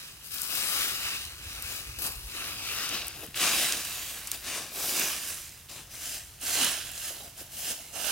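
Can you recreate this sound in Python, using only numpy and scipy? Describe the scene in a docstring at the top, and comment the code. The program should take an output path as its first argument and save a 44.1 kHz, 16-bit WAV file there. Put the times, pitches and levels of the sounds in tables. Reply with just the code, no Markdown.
"""In open woodland, over a faint rumble of moving air, someone crouches and rummages in dry fallen leaves.
Thousands of tiny brittle fractures merge into each rustle, and stalks and twigs snap among them.
The body shifts its weight with dull bumps and stands up; soles thud on the soft soil.
Then the feet sweep the litter aside, ending in a few hollow scrapes of gliding pitch.
All of it reaches the two microphones of a camera that stands low and close."""
import sys
import numpy as np
from scipy import signal
from scipy.fft import rfft, irfft, next_fast_len
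from scipy.io import wavfile
from scipy.ndimage import uniform_filter1d, map_coordinates

SR = 44100
rng = np.random.default_rng(int(sys.argv[2]) if len(sys.argv) > 2 else 0)


def master(y):
    """Save y as 16-bit WAV."""
    cut = np.clip(np.atleast_2d(y).T, -1, 1)
    pcm = np.round(cut * 32767)  # scale
    wavfile.write(sys.argv[1], SR, pcm.astype(np.int16))


N = 357651

# A hand or foot pushing through the leaves. Each row: start, swell, hold and release t60 in seconds,
# then in dB the lift of the finest breaks, the relative levels of crackle, crunch and pressed litter,
# and left minus right.
STROKES = [(-0.058, 0.058, 0.00063, 1.6, -1.0, -46.5, -48.5, -66, -2),
           (0.229, 0.02, 0.031, 0.35, 4, -48, -58, -68, 1),
           (0.295, 0.058, 0.14, 0.72, 4.5, -39, -44.5, -60, 1),
           (0.47, 0.092, 0.14, 0.74, 2, -34, -37.0, -51.5, 0.5),
           (0.65, 0.17, 0.02, 1.4, 1.5, -32.5, -33.5, -49, 0),
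           (0.987, 0.068, 0.076, 0.83, -3.5, -37, -37.5, -52.5, -1.0),
           (1.364, 0.14, 0.2, 4.4, -2, -44.5, -45.5, -57, -1),
           (1.593, 0.11, 0.079, 0.28, 3.5, -42.5, -44.5, -61.5, 1.5),
           (1.984, 0.007, 0, 0.13, 6, -38.5, -46, -50.5, 1),
           (2.005, 0.027, 0.041, 0.18, 4.5, -35.5, -41, -50.5, -1),
           (2.256, 0.17, 0.078, 0.96, -1.0, -40.5, -40, -53, -1),
           (2.536, 0.31, 0.00037, 0.74, -4.5, -35, -36.0, -51.0, -0.5),
           (2.878, 0.07, 0, 0.71, -3.0, -35.5, -35.5, -45.5, -0.5),
           (3.128, 0.12, 0, 0.13, 8, -49.5, -50.5, -51.0, 1.0),
           (3.347, 0.024, 0.01, 0.2, -1, -35.0, -37, -50.0, -2),
           (3.375, 0.074, 0.02, 0.88, -6, -26.5, -28, -39, -1.0),
           (3.498, 0.075, 0.097, 0.99, -3.5, -29, -32.5, -45, -3.0),
           (3.76, 0.12, 0.22, 2.5, 0.5, -41.0, -43.5, -56, -2.5),
           (4.299, 0.049, 0, 0.13, -1.0, -38.5, -44, -50.5, -1),
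           (4.422, 0.1, 0.062, 0.47, -7.5, -34.5, -38, -47.5, -0.5),
           (4.701, 0.19, 0.02, 0.75, 2, -33, -39.5, -44, -2.5),
           (4.901, 0.11, 0.02, 0.98, -1.5, -29, -32.5, -44, -3.5),
           (5.191, 0.1, 0.015, 0.85, 0.5, -38.5, -44.5, -62, -3.5),
           (5.689, 0.011, 0.096, 0.36, -4, -44.5, -48.5, -56.0, -0.5),
           (5.885, 0.07, 0.03, 0.5, -2, -44, -50.5, -60, -1.5),
           (5.979, 0.098, 0.08, 0.37, -0.5, -37.5, -44.0, -56.5, -2.5),
           (6.396, 0.11, 0.038, 0.34, 1, -31.5, -37.5, -47.5, -4),
           (6.497, 0.14, 0.0073, 0.77, -0.5, -27.5, -29.5, -42, -4.5),
           (6.911, 0.17, 0.0046, 0.34, 2, -37.5, -43.0, -58.5, -4.0),
           (7.078, 0.025, 0.17, 0.24, 4, -50, -54, -58.0, -3.5),
           (7.357, 0.061, 0.0015, 0.093, 4.5, -44.5, -49.5, -55, -3.0),
           (7.491, 0.14, 0.0, 0.36, 4, -40, -47.5, -56.5, -2.5),
           (7.605, 0.11, 0.0052, 0.2, 1, -34.5, -40.0, -50, -4.0),
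           (7.916, 0.074, 0.02, 0.21, 0.5, -38.5, -41.5, -49.0, -7),
           (7.985, 0.13, 0.05, 0.5, 2.5, -31.5, -33.5, -45.0, -7.0)]
# The person's path from left of the camera to just right of it.
# Each row: time in seconds, lead of the left microphone in seconds, gain of the diffuse part in dB.
PLACE = [(2.2, .00012, 1.8), (3.4, .00001, 1.5), (4.9, -.000005, -1.8), (6.6, -.00002, 0),
         (8.1, -.000025, 1.5)]


def amp(db):
    """Amplitude grows tenfold for every 20 decibels."""
    return np.exp(np.asarray(db) * np.log(10) / 20)


def unit(x):
    """Normalisation to an rms of 1."""
    return x / np.sqrt(np.mean(x ** 2) + 1e-20)


def along(points, hz):
    """Interpolation of (Hz, value) points on a logarithmic frequency axis."""
    knots_hz, values = np.transpose(points)
    return np.interp(np.log(hz + 1), np.log(knots_hz + 1), values)


def curves(rows):
    """Linear interpolation in time: one value a sample for each column after the first."""
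    times, *columns = np.transpose(rows)
    return [np.interp(np.arange(N) / SR, times, column) for column in columns]


def wobble(rate):
    """Smooth random modulation: a spline through rate knots a second."""
    knots = rng.standard_normal(int(N * rate / SR) + 4)
    return map_coordinates(knots, [np.arange(N) * rate / SR])


def filtered(x, response):
    """Linear filtering multiplies the spectrum by a frequency response."""
    size = next_fast_len(N + 8192, real=True)
    gain = response(np.fft.rfftfreq(size, 1 / SR)).astype(np.complex64)
    return irfft(rfft(x.astype(np.float32), size) * gain, size)[..., :N]


def below(hz, edge_hz, order=8):
    """A crossover's low-pass share at each frequency."""
    return 1 / (1 + (hz / edge_hz) ** order)


def band(x, hz, spread):
    """A broad, heavily damped resonance from hz / spread to hz * spread."""
    edges = [hz / spread, min(hz * spread, SR / 2 - 500)]
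    return signal.sosfilt(signal.butter(2, edges, 'band', fs=SR, output='sos'), x)


def late(x, lag_s):
    """Propagation delay that varies with time."""
    return map_coordinates(x, [np.arange(N) - lag_s * SR], order=4)


def panned(db):
    """Constant-power panning: two gains for a level difference of left minus right."""
    gains = amp(np.array([db, -db]) / 2).reshape(2, -1)
    return gains / np.sqrt(np.mean(gains ** 2, axis=0))


def stereo(pair, colour):
    """Partial coherence: two unrelated signals become left and right, most alike in the bass."""
    # Likeness of the two microphones. Each row: frequency in Hz, coherence from 0 to 1.
    coherence = [(60, .97), (300, .99), (1100, .97), (1800, .93), (2700, .84), (3500, .68), (8000, .62),
                 (15000, .54)]
    mid, side = filtered(pair, lambda hz: colour(hz) * np.sqrt(1 + np.outer([1, -1], along(coherence, hz))))
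    return unit(np.array([mid + side, mid - side]))


def add(track, start_s, sound):
    """Superposition: a sound adds to the track from its start time."""
    part = track[:, round(start_s * SR):][:, :sound.shape[-1]]
    part += sound[..., :part.shape[1]]


def effort(settle_db=-9.5, settle_t60_s=1.62):
    """Each stroke's power swells, holds and decays exponentially while the stirred leaves sink back."""
    t = np.arange(0, N / SR, .001)
    start, swell, hold, release = np.array(STROKES).T[:4, :, None]
    rise = np.sin(np.pi / 2 * np.clip((t - start) / swell, 0, 1)) ** 2
    since = np.maximum(t - start - swell - hold, 0)
    settling = amp(settle_db - 60 * since / settle_t60_s) ** 2
    return t, rise * (amp(-60 * since / release) ** 2 + settling)


def stirring():
    """Incoherent strokes add in power, giving each layer of the rustle a level and a pan in dB."""
    t, power = effort()
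    bright_db, crackle_db, crunch_db, press_db, pan_db = np.array(STROKES).T[4:]
    treble_pan = 1.8 * pan_db + 5  # the treble is more directional and leans left
    layers = []
    for db, pan in ((crackle_db, treble_pan), (crackle_db + bright_db, treble_pan),
                    (crunch_db, pan_db), (press_db, 0 * pan_db)):
        left, right = (amp(db) * panned(pan)) ** 2 @ power + 1e-12
        level_db, balance_db = 10 * np.log10([(left + right) / 2, left / right])
        layers.append(curves(np.transpose([t, level_db, balance_db])))
    return layers


def fractures(level_db, per_s, scatter_db, rub):
    """Shot noise of tiny breaks over smooth rubbing; harder strokes break more leaves, up to per_s."""
    chance = np.clip(per_s * amp(.6 * (level_db - level_db.max())) / SR, 1e-4, 1)
    breaks = rng.random((2, N)) < chance
    size = amp(scatter_db * np.minimum(rng.standard_normal((2, N)), 2.3))
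    rubbing = rng.standard_normal((2, N))
    polarity = np.sign(rubbing[::-1])
    return unit(breaks * size * polarity / np.sqrt(chance)) + rub * rubbing


def litter(pair, low_hz, high_hz):
    """Source and filter: the leaves colour a band of breaks, changing as the person stands and nears."""
    # Spectra of leaves raked by hand, swept by foot and trodden close by.
    # Each row: frequency in Hz, relative spectral level in dB.
    by_hand = [(80, -44), (165, -7), (300, -7.5), (650, -11), (900, -6), (1200, -1), (1650, -7.5),
               (2100, -6.5), (2600, 0), (3350, -3.5), (4900, -5.5), (7000, -10.5), (13000, -10),
               (16000, -14.5)]
    by_foot = [(88, -56), (150, -11), (361, -9), (421, -12), (713, -8.5), (866, -8.5), (1070, -2),
               (1410, -7), (1710, -5.5), (1890, -5.5), (2740, -1.5), (4450, -3), (4910, -1.5), (9520, -2),
               (15800, -4.5)]
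    trodden = [(88, -41), (150, -18.5), (244, -8.5), (430, -15.5), (699, -8.5), (955, -9.5), (1650, -6.5),
               (2340, -9), (2790, -1.5), (3660, -4.5), (4200, -4), (7530, -3), (8150, -5.5), (8810, -3),
               (15800, -8)]
    # Resonances of curled leaves and the hollows under them. Each row: centre and width in Hz, gain in dB.
    hollows = [(306, 90, 1), (690, 50, 2.5), (913, 110, -5), (1030, 70, -2.5), (1630, 240, 2.5),
               (2230, 330, 2), (2660, 1700, 2.2), (3860, 460, 0.5)]
    grid = np.geomspace(50, SR / 2, 600)
    hollows_db = sum(db / (1 + (2 * (grid - centre) / width) ** 2) for centre, width, db in hollows)
    share = np.sqrt(np.abs(below(grid, high_hz) - below(grid, low_hz)))
    colours = [amp(along(leaf, grid) + hollows_db) * share for leaf in (by_hand, by_foot, trodden)]
    # Each row: time in seconds, then the weight of each of the three spectra.
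    stances = curves([(3.1, 1, 0, 0), (3.3, 0, 1, 0), (5.6, 0, 1, 0), (6.4, 0, 0, 1)])
    _, diffuse_db = curves(PLACE)
    pair = np.array([pair[0], pair[1] * amp(diffuse_db)])
    return sum(weight * stereo(pair, lambda hz: np.interp(hz, grid, colour))
               for weight, colour in zip(stances, colours))


def patchy(x, depth_db):
    """Each handful of leaves has its own resonances, so narrow spectral humps come and go."""
    spectra = signal.stft(x, nperseg=512)[2]
    humps = rng.standard_normal(spectra.shape[1:])
    for _ in range(2):
        humps = uniform_filter1d(humps, size=3, axis=0)  # across frequency
        humps = uniform_filter1d(humps, size=14, axis=1)  # across time
    return signal.istft(spectra * amp(depth_db * unit(humps)), nperseg=512)[1][:, :N]


def propagation(rustle):
    """A reflection comb-filters the rustle, which reaches the nearer microphone first and stronger."""
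    # A surface beside the camera reflects less as the person moves.
    # Each row: time in seconds, lag in seconds, strength relative to the direct sound.
    reflection = [(0, 0.0009, 0.2), (5.0, 0.00093, 0.16), (6.6, 0.000874, 0.12)]
    # The camera body favours the nearer side. Each row: frequency in Hz, gain per millisecond of lead.
    near_side = [(150, .1), (450, .7), (1000, 2.4), (1700, 0), (3000, 0)]
    lag_s, strength = curves(reflection)
    combed = np.array([x - strength * late(x, lag_s) for x in rustle])
    lead_s, _ = curves(PLACE)
    midrange = filtered(combed, lambda hz: along(near_side, hz))
    left, right = combed + np.outer([1, -1], 1000 * lead_s) * midrange
    return np.array([late(left, -lead_s / 2), late(right, lead_s / 2)])


def leaves(stir):
    """Brittle fracture in shared clumps: pressed litter rumples, whole leaves crunch, edges crackle."""
    (crackle_db, crackle_pan), (fine_db, _), (crunch_db, crunch_pan), (press_db, _) = stir
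    clumps = unit(0.5 * wobble(25) + wobble(60) + 1.3 * wobble(260))
    press = litter(fractures(press_db, per_s=2400, scatter_db=3.5, rub=0.61), 100, 950)
    crunch = litter(fractures(crunch_db, per_s=7000, scatter_db=3, rub=0.51), 950, 4500)
    crackle = litter(fractures(crackle_db, per_s=14000, scatter_db=3, rub=0.63), 4500, 20000)
    finest = filtered(crackle, lambda hz: 1 - below(hz, edge_hz=9800))
    crackle = crackle + finest * (amp(fine_db - crackle_db) - 1)
    rustle = (amp(press_db + 0.3 + 0.75 * clumps) * press
              + amp(crunch_db - 0.19 + 0.54 * clumps) * crunch * panned(crunch_pan)
              + amp(crackle_db + 1.3 + 0.69 * clumps) * crackle * panned(crackle_pan))
    return propagation(patchy(rustle, depth_db=1.5))


def air(hush_db=-53.5):
    """Moving air makes low-frequency noise under the faint broadband hush of the woods."""
    # Strength of the rumble. 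Each row: time in seconds, level in dB.
    rumble_levels = [(0.0, -62), (2.14, -50), (2.46, -54), (5.58, -58), (6.66, -55.5), (8.11, -60.5)]
    # Spectra of the rumble and the distant hush. Each row: frequency in Hz, relative spectral level in dB.
    rumble_colour = [(12, -39), (20, -13.5), (60, 1), (140, -5.5), (170, -37), (220, -46), (370, -120)]
    hush_colour = [(60, -20), (140, 10.5), (250, 0.5), (600, -4), (2000, -2.5), (15000, -5.5)]
    rumble = stereo(rng.standard_normal((2, N)), lambda hz: amp(along(rumble_colour, hz)))
    hush = stereo(rng.standard_normal((2, N)), lambda hz: amp(along(hush_colour, hz)))
    return amp(curves(rumble_levels)[0]) * rumble + amp(hush_db) * hush


def stalks(crackle_db, pan_db, count, over_db=16, scatter_db=3, centre_hz=9000, octaves=0.53, t60_s=0.011):
    """Small stalks fracture at random moments, their level following the crackle: rows for twigs()."""
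    moments = rng.integers(N, size=count)
    size, pitch = np.clip(rng.standard_normal((count, 2)), -2, 2).T
    peak_db = crackle_db[moments] + over_db - scatter_db * size
    pitch_hz = np.minimum(centre_hz * 2 ** (octaves * pitch), SR / 3)
    return [(i / SR, db, hz, t60_s, pan_db[i]) for i, db, hz in zip(moments, peak_db, pitch_hz)]


def twigs(small_snaps):
    """A breaking stalk or twig gives an impulse, then an exponentially damped shiver of leaf."""
    # The loudest breaks. Each row: start in seconds, peak in dB, pitch in Hz, t60 in seconds,
    # left minus right in dB.
    loud_snaps = [(.343, -18, 12500, .008, 4), (0.418, -12, 10500, 0.012, 6), (.433, -19, 10060, .012, 4),
                  (.5526, -12, 11000, 0.0085, 2), (1.6236, -19, 9700, 0.012, .5),
                  (2.0206, -16, 11000, 0.017, 11), (2.041, -17.5, 11000, 0.007, 7),
                  (2.065, -20, 7900, 0.036, 6), (2.1225, -22, 11000, .003, 11),
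                  (2.156, -28, 9000, 0.0087, 8), (2.4427, -24.5, 3500, .015, 4),
                  (3.0188, -23.5, 3075, 0.012, -1), (3.0698, -16, 12500, 0.0057, 9),
                  (3.082, -14, 12100, 0.0094, 5.5), (3.2645, -25, 10500, 0.011, 11),
                  (3.344, -26.5, 2610, .02, -1), (3.3744, -19, 4500, .01, 8),
                  (4.2725, -21.5, 8200, 0.038, 4), (4.3157, -10, 11600, 0.0069, 1),
                  (4.3167, -13.5, 6040, 0.0076, 3), (4.893, -17.5, 3500, 0.018, 0),
                  (5.2865, -21, 9000, 0.007, -0.5), (5.687, -39, 3300, 0.053, -5),
                  (6.63, -15, 4500, .015, -3), (6.978, -24, 5960, .015, 5.5),
                  (7.7025, -22, 10200, .027, -4)]
    out, t = np.zeros((2, N)), np.arange(SR // 8) / SR
    impulse = 4 * (t == 0)
    for start, db, hz, t60, pan_db in list(loud_snaps) + small_snaps:
        shiver = rng.standard_normal(len(t)) + 0.52 * rng.standard_normal((2, len(t)))
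        crack = band(impulse + shiver * amp(-60 * t / t60), hz, spread=1.45)
        add(out, start, amp(db) * crack / np.abs(crack).max() * panned(pan_db))
    return out


def bumps():
    """Structure-borne sound: a few slow swings of the ground reach the camera through its stand."""
    # The crouching body shifts its weight and rises. Each row: centre in seconds, envelope peak in dB,
    # pitch in Hz, half length in seconds.
    weight_shifts = [(1.06, -44, 76.3, 0.0095), (1.426, -44, 60, 0.015), (1.477, -38, 74.5, 0.014),
                     (1.652, -40, 72, 0.013), (1.883, -47, 50, 0.012), (1.897, -35.5, 67.8, 0.006),
                     (1.978, -46, 62, 0.022), (2.101, -44.5, 55, 0.025), (2.175, -38, 45.6, 0.018),
                     (2.261, -37.5, 50, 0.023)]
    out, t = np.zeros((2, N)), np.arange(-SR // 10, SR // 10) / SR
    for centre, db, hz, half_length in weight_shifts:
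        swing = np.cos(2 * np.pi * (hz * t + rng.random()))
        add(out, centre + t[0], amp(db) * np.exp(-(t / half_length) ** 2) * swing)
    return out


def soles():
    """A damped impact: soft shoes press the soil with a dull thud that does not ring."""
    # Soles meeting or scuffing the soil. Each row: start in seconds, rms level at the top in dB,
    # pitch in Hz, rise time in seconds.
    treads = [(1.982, -50, 446, 0.0054), (2.038, -50.5, 302, 0.01), (3.173, -52, 473, 0.0063),
              (3.228, -43, 383, 0.0082), (3.28, -48, 170, 0.0054), (3.42, -49, 300, 0.035),
              (4.989, -55, 620, 0.037), (6.596, -42.5, 225, 0.025), (7.103, -49, 500, .008),
              (7.2, -48.5, 450, 0.0045), (7.409, -46, 318, 0.0038), (7.70, -62, 353, 0.0048)]
    out, t = np.zeros((2, N)), np.arange(SR // 4) / SR
    for start, db, hz, rise in treads:
        push = t / rise * np.exp(1 - t / rise)
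        thud = unit(band(rng.standard_normal(len(t)), hz, spread=1.48))
        add(out, start, amp(db) * push * thud)
    return out


def scrapes():
    """Friction of a dragged sole excites one narrow resonance that glides as the foot turns."""
    # Hollow scrapes. Each row: start and end in seconds, rms level at the top in dB,
    # first and last pitch in Hz.
    drags = [(7.16, 7.3, -56, 716, 690), (7.768, 7.817, -54, 722, 640), (7.783, 7.936, -60, 2110, 2220),
             (7.935, 8.03, -53, 772, 660), (8.03, 8.117, -49, 566, 690)]
    out = np.zeros((2, N))
    for start, end, db, from_hz, to_hz in drags:
        progress = np.linspace(0, 1, round((end - start) * SR))
        grit = rng.standard_normal(len(progress)) + 1j * rng.standard_normal(len(progress))
        grit = uniform_filter1d(uniform_filter1d(grit, size=170), size=170)  # narrows the band
        hz = from_hz + (to_hz - from_hz) * progress
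        tone = grit * np.exp(2j * np.pi * np.cumsum(hz) / SR)
        add(out, start, amp(db) * np.sin(np.pi * progress) * unit(tone.real))
    return out


def scene():
    """The close sources superpose without reverberation: open woodland gives no audible echo."""
    stir = stirring()
    crackle_db, crackle_pan = stir[0]
    foliage = leaves(stir) + twigs(stalks(crackle_db, crackle_pan, count=14))
    return foliage + soles() + scrapes() + bumps() + air()


def record(dry, top_hz=15950):
    """Channel mismatch and band limit: the two ports differ in gain and phase, and end at top_hz."""
    # Gain mismatch of the microphone ports. Each row: frequency in Hz, left minus right in dB.
    port_db = [(300, 0), (650, -0.2), (1000, 0.4), (2100, 1), (3100, -2.5), (4200, 0), (7500, -2.9),
               (12000, -1.5), (15500, 1.6)]
    # Their phase mismatch. Each row: frequency in Hz, lead of the left in radians.
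    port_phase = [(60, .05), (200, .1), (600, .22), (1300, .02), (2200, .08), (3900, .4), (8000, .1),
                  (15000, -.1)]
    half = np.array([[1], [-1]]) / 2  # each side takes half of the difference
    return filtered(dry, lambda hz: amp(half * along(port_db, hz))
                    * np.exp(1j * half * along(port_phase, hz)) * (hz < top_hz))


dry = scene()
out = record(dry)
master(out)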